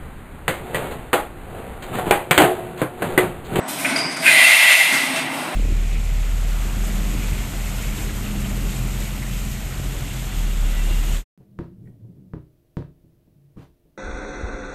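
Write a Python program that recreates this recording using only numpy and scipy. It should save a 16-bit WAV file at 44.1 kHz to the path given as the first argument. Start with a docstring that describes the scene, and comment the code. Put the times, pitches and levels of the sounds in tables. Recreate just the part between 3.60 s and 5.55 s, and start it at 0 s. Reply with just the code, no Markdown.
"""A drive's rumble and a thin whine come first: a pneumatic filling machine cycles in a hard-walled
workshop, heard at one microphone. An air line starts to fizz, a cylinder knocks on its stop and a steel
part is struck and chatters. Then a valve vents: a loud hiss rings in its port near 2 kHz, glances off
nearby panels, holds, and fades as the pressure falls."""
import sys
import numpy as np
from scipy import signal
from scipy.fft import rfft, irfft, next_fast_len
from scipy.io import wavfile
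from scipy.ndimage import uniform_filter1d, map_coordinates

SR = 44100
rng = np.random.default_rng(int(sys.argv[2]) if len(sys.argv) > 2 else 0)


def generate_wav(signal):
    """Clip the signal to [-1, 1] and save it as 16-bit WAV at the path in sys.argv[1]."""
    frames = np.transpose(np.atleast_2d(signal))
    scaled = np.clip(frames, -1, 1) * 32767
    pcm = np.round(scaled).astype(np.int16)
    wavfile.write(sys.argv[1], SR, pcm)


N = 85995


def valve_vent():
    """A spurt, then air hisses through the ringing port under a bright jet; all flutter together."""
    # flow through the port (time [s], hiss level [dB], ring over the hiss [dB])
    flow = [(.622, -32.5, -2), (.668, -19, -9), (0.719, -17.5, 4), (.79, -14, 1), (.92, -14, 0),
            (.99, -16, -1), (1.07, -14.5, 2), (1.14, -14, 1.5), (1.175, -18.5, 1), (1.21, -17, 3.5),
            (1.27, -19.5, -4), (1.34, -22.5, 2.5), (1.46, -26, 0), (1.58, -26, -6), (1.7, -32, -3),
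            (1.95, -38, -10)]
    # main resonances of the port (frequency [Hz], width [Hz], level [dB])
    ring_peaks = [(1989, 86, 2), (2107, 31, -3), (2130, 64, -9.5)]
    # weaker resonances of port and guard (frequency [Hz], width [Hz], level [dB])
    port_peaks = [(670, 73, -11.5), (900, 100, -25), (1510, 90, -26), (2365, 140, -7), (2690, 92, -4.5),
                  (3220, 280, -17.5), (3640, 130, -13)]
    # broad hiss of the port (frequency [Hz], level [dB])
    hiss_colour = [(60, -65), (200, -63), (480, -40), (600, -24), (1100, -19), (1300, -18.5), (1800, -12.5),
                   (2200, -7), (2800, -9.5), (3800, -16), (5000, -27), (9000, -60)]
    # the jet's treble (time [s], level [dB])
    jet_levels = [(.6, -39), (.66, -22), (.76, -20.5), (.92, -20), (1.0, -21.5), (1.1, -20.5), (1.22, -22),
                  (1.3, -25.5), (1.42, -29), (1.56, -35.5), (1.68, -42.5), (1.95, -43.5)]
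    # its spectrum (frequency [Hz], level [dB])
    jet_colour = [(2500, -47), (3800, 1), (4800, 1), (5800, -6), (6800, -0.5), (7200, -0.5), (7700, -3.5),
                  (8500, 4), (9300, 5), (10500, -1.5), (12500, -2.5), (14000, -4)]
    # short held spurt as the valve opens (time [s], level [dB])
    spurt_levels = [(.63, -34), (.664, -12), (.694, -11.5), (.725, -18.5), (.9, -66)]
    # its resonances (frequency [Hz], width [Hz], level [dB])
    spurt_peaks = [(1630, 200, -6), (2150, 160, -1), (2490, 130, 0), (2750, 400, -19)]
    flow_gain = level([(s, db) for s, db, _ in flow])
    ring_gain = flow_gain * level([(s, over) for s, _, over in flow])
    hiss = flow_gain * noise(lambda hz: np.hypot(resonances(port_peaks)(hz), colour(hiss_colour)(hz)))
    ring = ring_gain * noise(resonances(ring_peaks), patchy_db=0)
    jet = level(jet_levels) * noise(colour(jet_colour), patchy_db=4)
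    spurt = level(spurt_levels) * noise(resonances(spurt_peaks), patchy_db=3)
    flutter = amp(0.35 * wobble(rate=28))
    return flutter * (ring + panels(hiss + jet) + spurt)


def panels(x, longest_s=.012, echo_db=-7):
    """Steel and glass near the valve add short echoes that comb the sound, less so below 4 kHz."""
    delays = rng.uniform(longest_s / 10, longest_s, size=8)
    gain = amp(echo_db) / np.sqrt(len(delays))
    echoes = lambda hz: sum(np.exp(-2j * np.pi * hz * d) for d in delays)
    return filtered(x, lambda hz: 1 + gain * np.minimum(hz / 4000, 1) * echoes(hz))


def cylinder():
    """The mechanism thuds as it starts to move, and the cylinder's knocks ring the frame."""
    # cylinder strokes (time [s], level [dB], attack [s], t60 [s])
    knocks = [(.183, -29.5, 0.0036, 0.5), (.2465, -13, 0.0023, 0.14), (.275, -24, 0.012, 1.93),
              (.361, -16, 0.0011, 0.027)]
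    # frame resonances (frequency [Hz], width [Hz], level [dB])
    frame_peaks = [(640, 150, -13), (1524, 96, 1.5), (1940, 200, -14), (2130, 290, 0.5), (2500, 220, -5),
                   (2950, 200, -12)]
    # low thuds (time [s], level [dB], attack [s], t60 [s])
    thuds = [(.247, -24.5, 0.0034, 0.42), (.305, -26.5, 0.007, 0.42), (1.32, -23, 0.0053, .22),
             (1.85, -27, .01, 0.37)]
    # their resonances (frequency [Hz], width [Hz], level [dB])
    thud_peaks = [(169, 34, -19), (255, 30, 11.5), (336, 44, -19)]
    return bursts(knocks, resonances(frame_peaks)) + bursts(thuds, resonances(thud_peaks))


def steel_chatter():
    """A struck steel part rings near 5 kHz at each contact."""
    # contacts (time [s], level [dB], attack [s], t60 [s])
    contacts = [(.311, -39, .002, 0.19), (.3612, -17.5, 0.00034, 0.055), (.376, -22, 0.0056, 0.33),
                (.412, -24, 0.0027, 0.51), (.448, -26, 0.0029, 0.3), (.492, -32, 0.0037, 0.67),
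                (.565, -33.5, 0.0047, 1)]
    # resonances of the part (frequency [Hz], width [Hz], level [dB])
    steel_peaks = [(4830, 100, 0), (5120, 110, -12)]
    return bursts(contacts, resonances(steel_peaks))


def air_line():
    """The line opens with a crisp spray, and escaping air keeps up a high fizz."""
    # fizz of the line (time [s], level [dB])
    fizz_levels = [(0, -69), (.07, -49), (.088, -34), (.16, -33.5), (.25, -31), (.31, -27.5), (.35, -32.5),
                   (.375, -25.5), (.43, -33), (.49, -38.5), (.53, -31.5), (.56, -39), (.62, -33),
                   (1.55, -32), (1.69, -40.5), (1.8, -35), (1.95, -47)]
    # its spectrum (frequency [Hz], level [dB])
    fizz_colour = [(1000, -39), (2200, 9), (3500, 6), (5500, 5), (7500, -3.5), (8600, 7.5), (10000, 2),
                   (12000, -5), (14000, -31)]
    # sprays of air (time [s], level [dB], attack [s], t60 [s])
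    sprays = [(.077, -25, .006, 0.64), (.18, -25, .01, 0.54), (1.7, -30.5, 0.046, .9)]
    # their spectrum (frequency [Hz], level [dB])
    spray_colour = [(1500, -23), (4500, -11), (7000, 2.5), (9000, 5.5), (11500, 3), (14000, 5.5)]
    fizz = level(fizz_levels) * noise(colour(fizz_colour), patchy_db=4)
    return fizz + bursts(sprays, colour(spray_colour))


def valve_puffs():
    """Small valves let out short puffs of air."""
    # puffs (time [s], level [dB], attack [s], t60 [s])
    puffs = [(.361, -38, .001, 0.042), (.565, -25, 0.0019, 0.11), (1.322, -20.5, 0.0037, 0.61),
             (1.558, -23.5, 0.0044, 0.31)]
    # their spectrum (frequency [Hz], level [dB])
    puff_colour = [(80, -38), (250, 1), (700, 1), (1500, 10.5), (3000, -2), (5000, 0), (9000, -0.5),
                   (14000, -14)]
    return bursts(puffs, colour(puff_colour))


def drive():
    """The running machine behind it all: rumble, midrange rush, two frame tones and a thin whine."""
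    # the drive's rumble (time [s], level [dB])
    rumble_levels = [(0, -35), (.17, -36.5), (.23, -33), (.47, -30), (.56, -35.5), (.7, -32), (.88, -42),
                     (.97, -46.5), (1.23, -45), (1.31, -35.5), (1.55, -36), (1.75, -33.5), (1.86, -33.5),
                     (1.95, -34)]
    # its spectrum (frequency [Hz], level [dB])
    rumble_colour = [(25, -40), (65, -49), (95, -23), (125, -3), (170, -2.5), (210, -5), (272, 0.5),
                     (325, -1), (400, -9.5), (520, -12), (800, -17), (2000, -70)]
    # the mechanism's rush (time [s], level [dB])
    rush_levels = [(0, -31), (.15, -33.5), (.32, -27.5), (.55, -34.5), (.8, -30), (1.15, -34.5),
                   (1.4, -29.5), (1.6, -31), (1.85, -28.5), (1.94, -30)]
    # its spectrum (frequency [Hz], level [dB])
    rush_colour = [(200, -24), (450, -18.5), (600, -2), (780, -1), (1100, -4.5), (1400, -7.5), (1800, -8.5),
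                   (2200, -12.5), (3000, -20), (4500, -29.5), (9000, -34), (14000, -49)]
    # the frame hums as the mechanism moves (time [s], level [dB], attack [s], t60 [s])
    hums = [(-.05, -36.5, .02, 1.7), (.245, -34, 0.017, 3.7), (1.318, -36.5, 0.0047, 14)]
    # a higher tone of the frame (time [s], level [dB], attack [s], t60 [s])
    drones = [(.28, -28, 0.023, 0.75), (.6, -31, 0.015, 1), (.69, -25, 0.018, 0.47),
              (1.53, -29, 0.025, 0.78)]
    rumble = level(rumble_levels) * noise(colour(rumble_colour), patchy_db=1)
    rush = level(rush_levels) * noise(colour(rush_colour), patchy_db=1)
    hum = swells(hums) * tone(hz=264.6, drift_hz=8.13, waver_db=5.5)
    drone = swells(drones) * tone(hz=657, drift_hz=10, waver_db=2.5)
    whine = amp(-48.5) * noise(resonances([(8000, 110, 0)]))  # a narrow band at 8 kHz
    return rumble + rush + hum + drone + whine


def amp(db):
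    """Decibels to gain."""
    return 10 ** (np.asarray(db) / 20)


def unit(x):
    """Scale to rms 1."""
    return x / np.sqrt(np.mean(x ** 2) + 1e-20)


def level(rows):
    """Gain per sample from (time [s], level [dB]) points, silent before the first."""
    s, db = np.transpose(rows)
    return amp(np.interp(np.arange(N) / SR, s, db, left=-np.inf))


def swells(rows):
    """Envelope of events that rise and die away, summed in power."""
    t, power = np.arange(N) / SR, np.zeros(N)
    for s, db, attack, t60 in rows:
        age = np.maximum(t - s, 0)
        power += (amp(db - 60 * age / t60) * (1 - np.exp(-age / attack))) ** 2
    return np.sqrt(power)


def wobble(rate):
    """A smooth random curve, rate knots a second."""
    return map_coordinates(rng.standard_normal(1024), [np.arange(N) * rate / SR], mode="wrap")


def tone(hz, drift_hz, waver_db):
    """A sine of rms 1, unsteady in pitch and level."""
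    phase = 2 * np.pi * np.cumsum(hz + drift_hz * wobble(rate=34.54)) / SR
    return unit(amp(waver_db * wobble(rate=29.89)) * np.sin(phase))


def colour(points):
    """Response through (frequency [Hz], level [dB]) points on a log axis."""
    f, db = np.transpose(points)
    return lambda hz: amp(np.interp(np.log(hz + 1), np.log(f), db))


def resonances(peaks):
    """Response of steep-sided resonances."""
    return lambda hz: sum(amp(db) / (1 + ((hz - fc) / width * 2) ** 2 / 2) for fc, width, db in peaks)


def filtered(x, response):
    """Pass x through a frequency response."""
    m = next_fast_len(N + SR // 2)
    return irfft(rfft(x, m) * response(np.fft.rfftfreq(m, 1 / SR)), m)[:N]


def noise(response, patchy_db=0.5):
    """Coloured noise of rms 1, with the slowly shifting narrow peaks and dips of a reflective room."""
    spectra = signal.stft(rng.standard_normal(N), nperseg=1024)[2]
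    ripple = uniform_filter1d(rng.standard_normal(spectra.shape), size=2, axis=0)  # narrow in frequency
    ripple = uniform_filter1d(ripple, size=30, axis=1)  # slow in time
    patchy = signal.istft(spectra * amp(patchy_db * unit(ripple)), nperseg=1024)[1][:N]
    return unit(filtered(patchy, response))


def bursts(rows, response):
    """Noise in one body, excited by each event in rows."""
    return swells(rows) * noise(response)


def scene():
    """The whole machine from one spot in the workshop, in mono."""
    return (drive() + air_line() + valve_puffs() + cylinder() + steel_chatter() + valve_vent())[None]


def record(dry):
    """The microphone chain rounds off the highest peaks and cuts the deep bass and the top treble."""
    ceiling, low_cut_hz, top_hz = .92, 100, 14080
    rounded = dry[0] / (1 + np.abs(dry[0] / ceiling) ** 10) ** (1 / 10)
    return filtered(rounded, lambda hz: (hz < top_hz) * hz / np.hypot(hz, low_cut_hz))[None]


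dry = scene()
out = record(dry)
generate_wav(out)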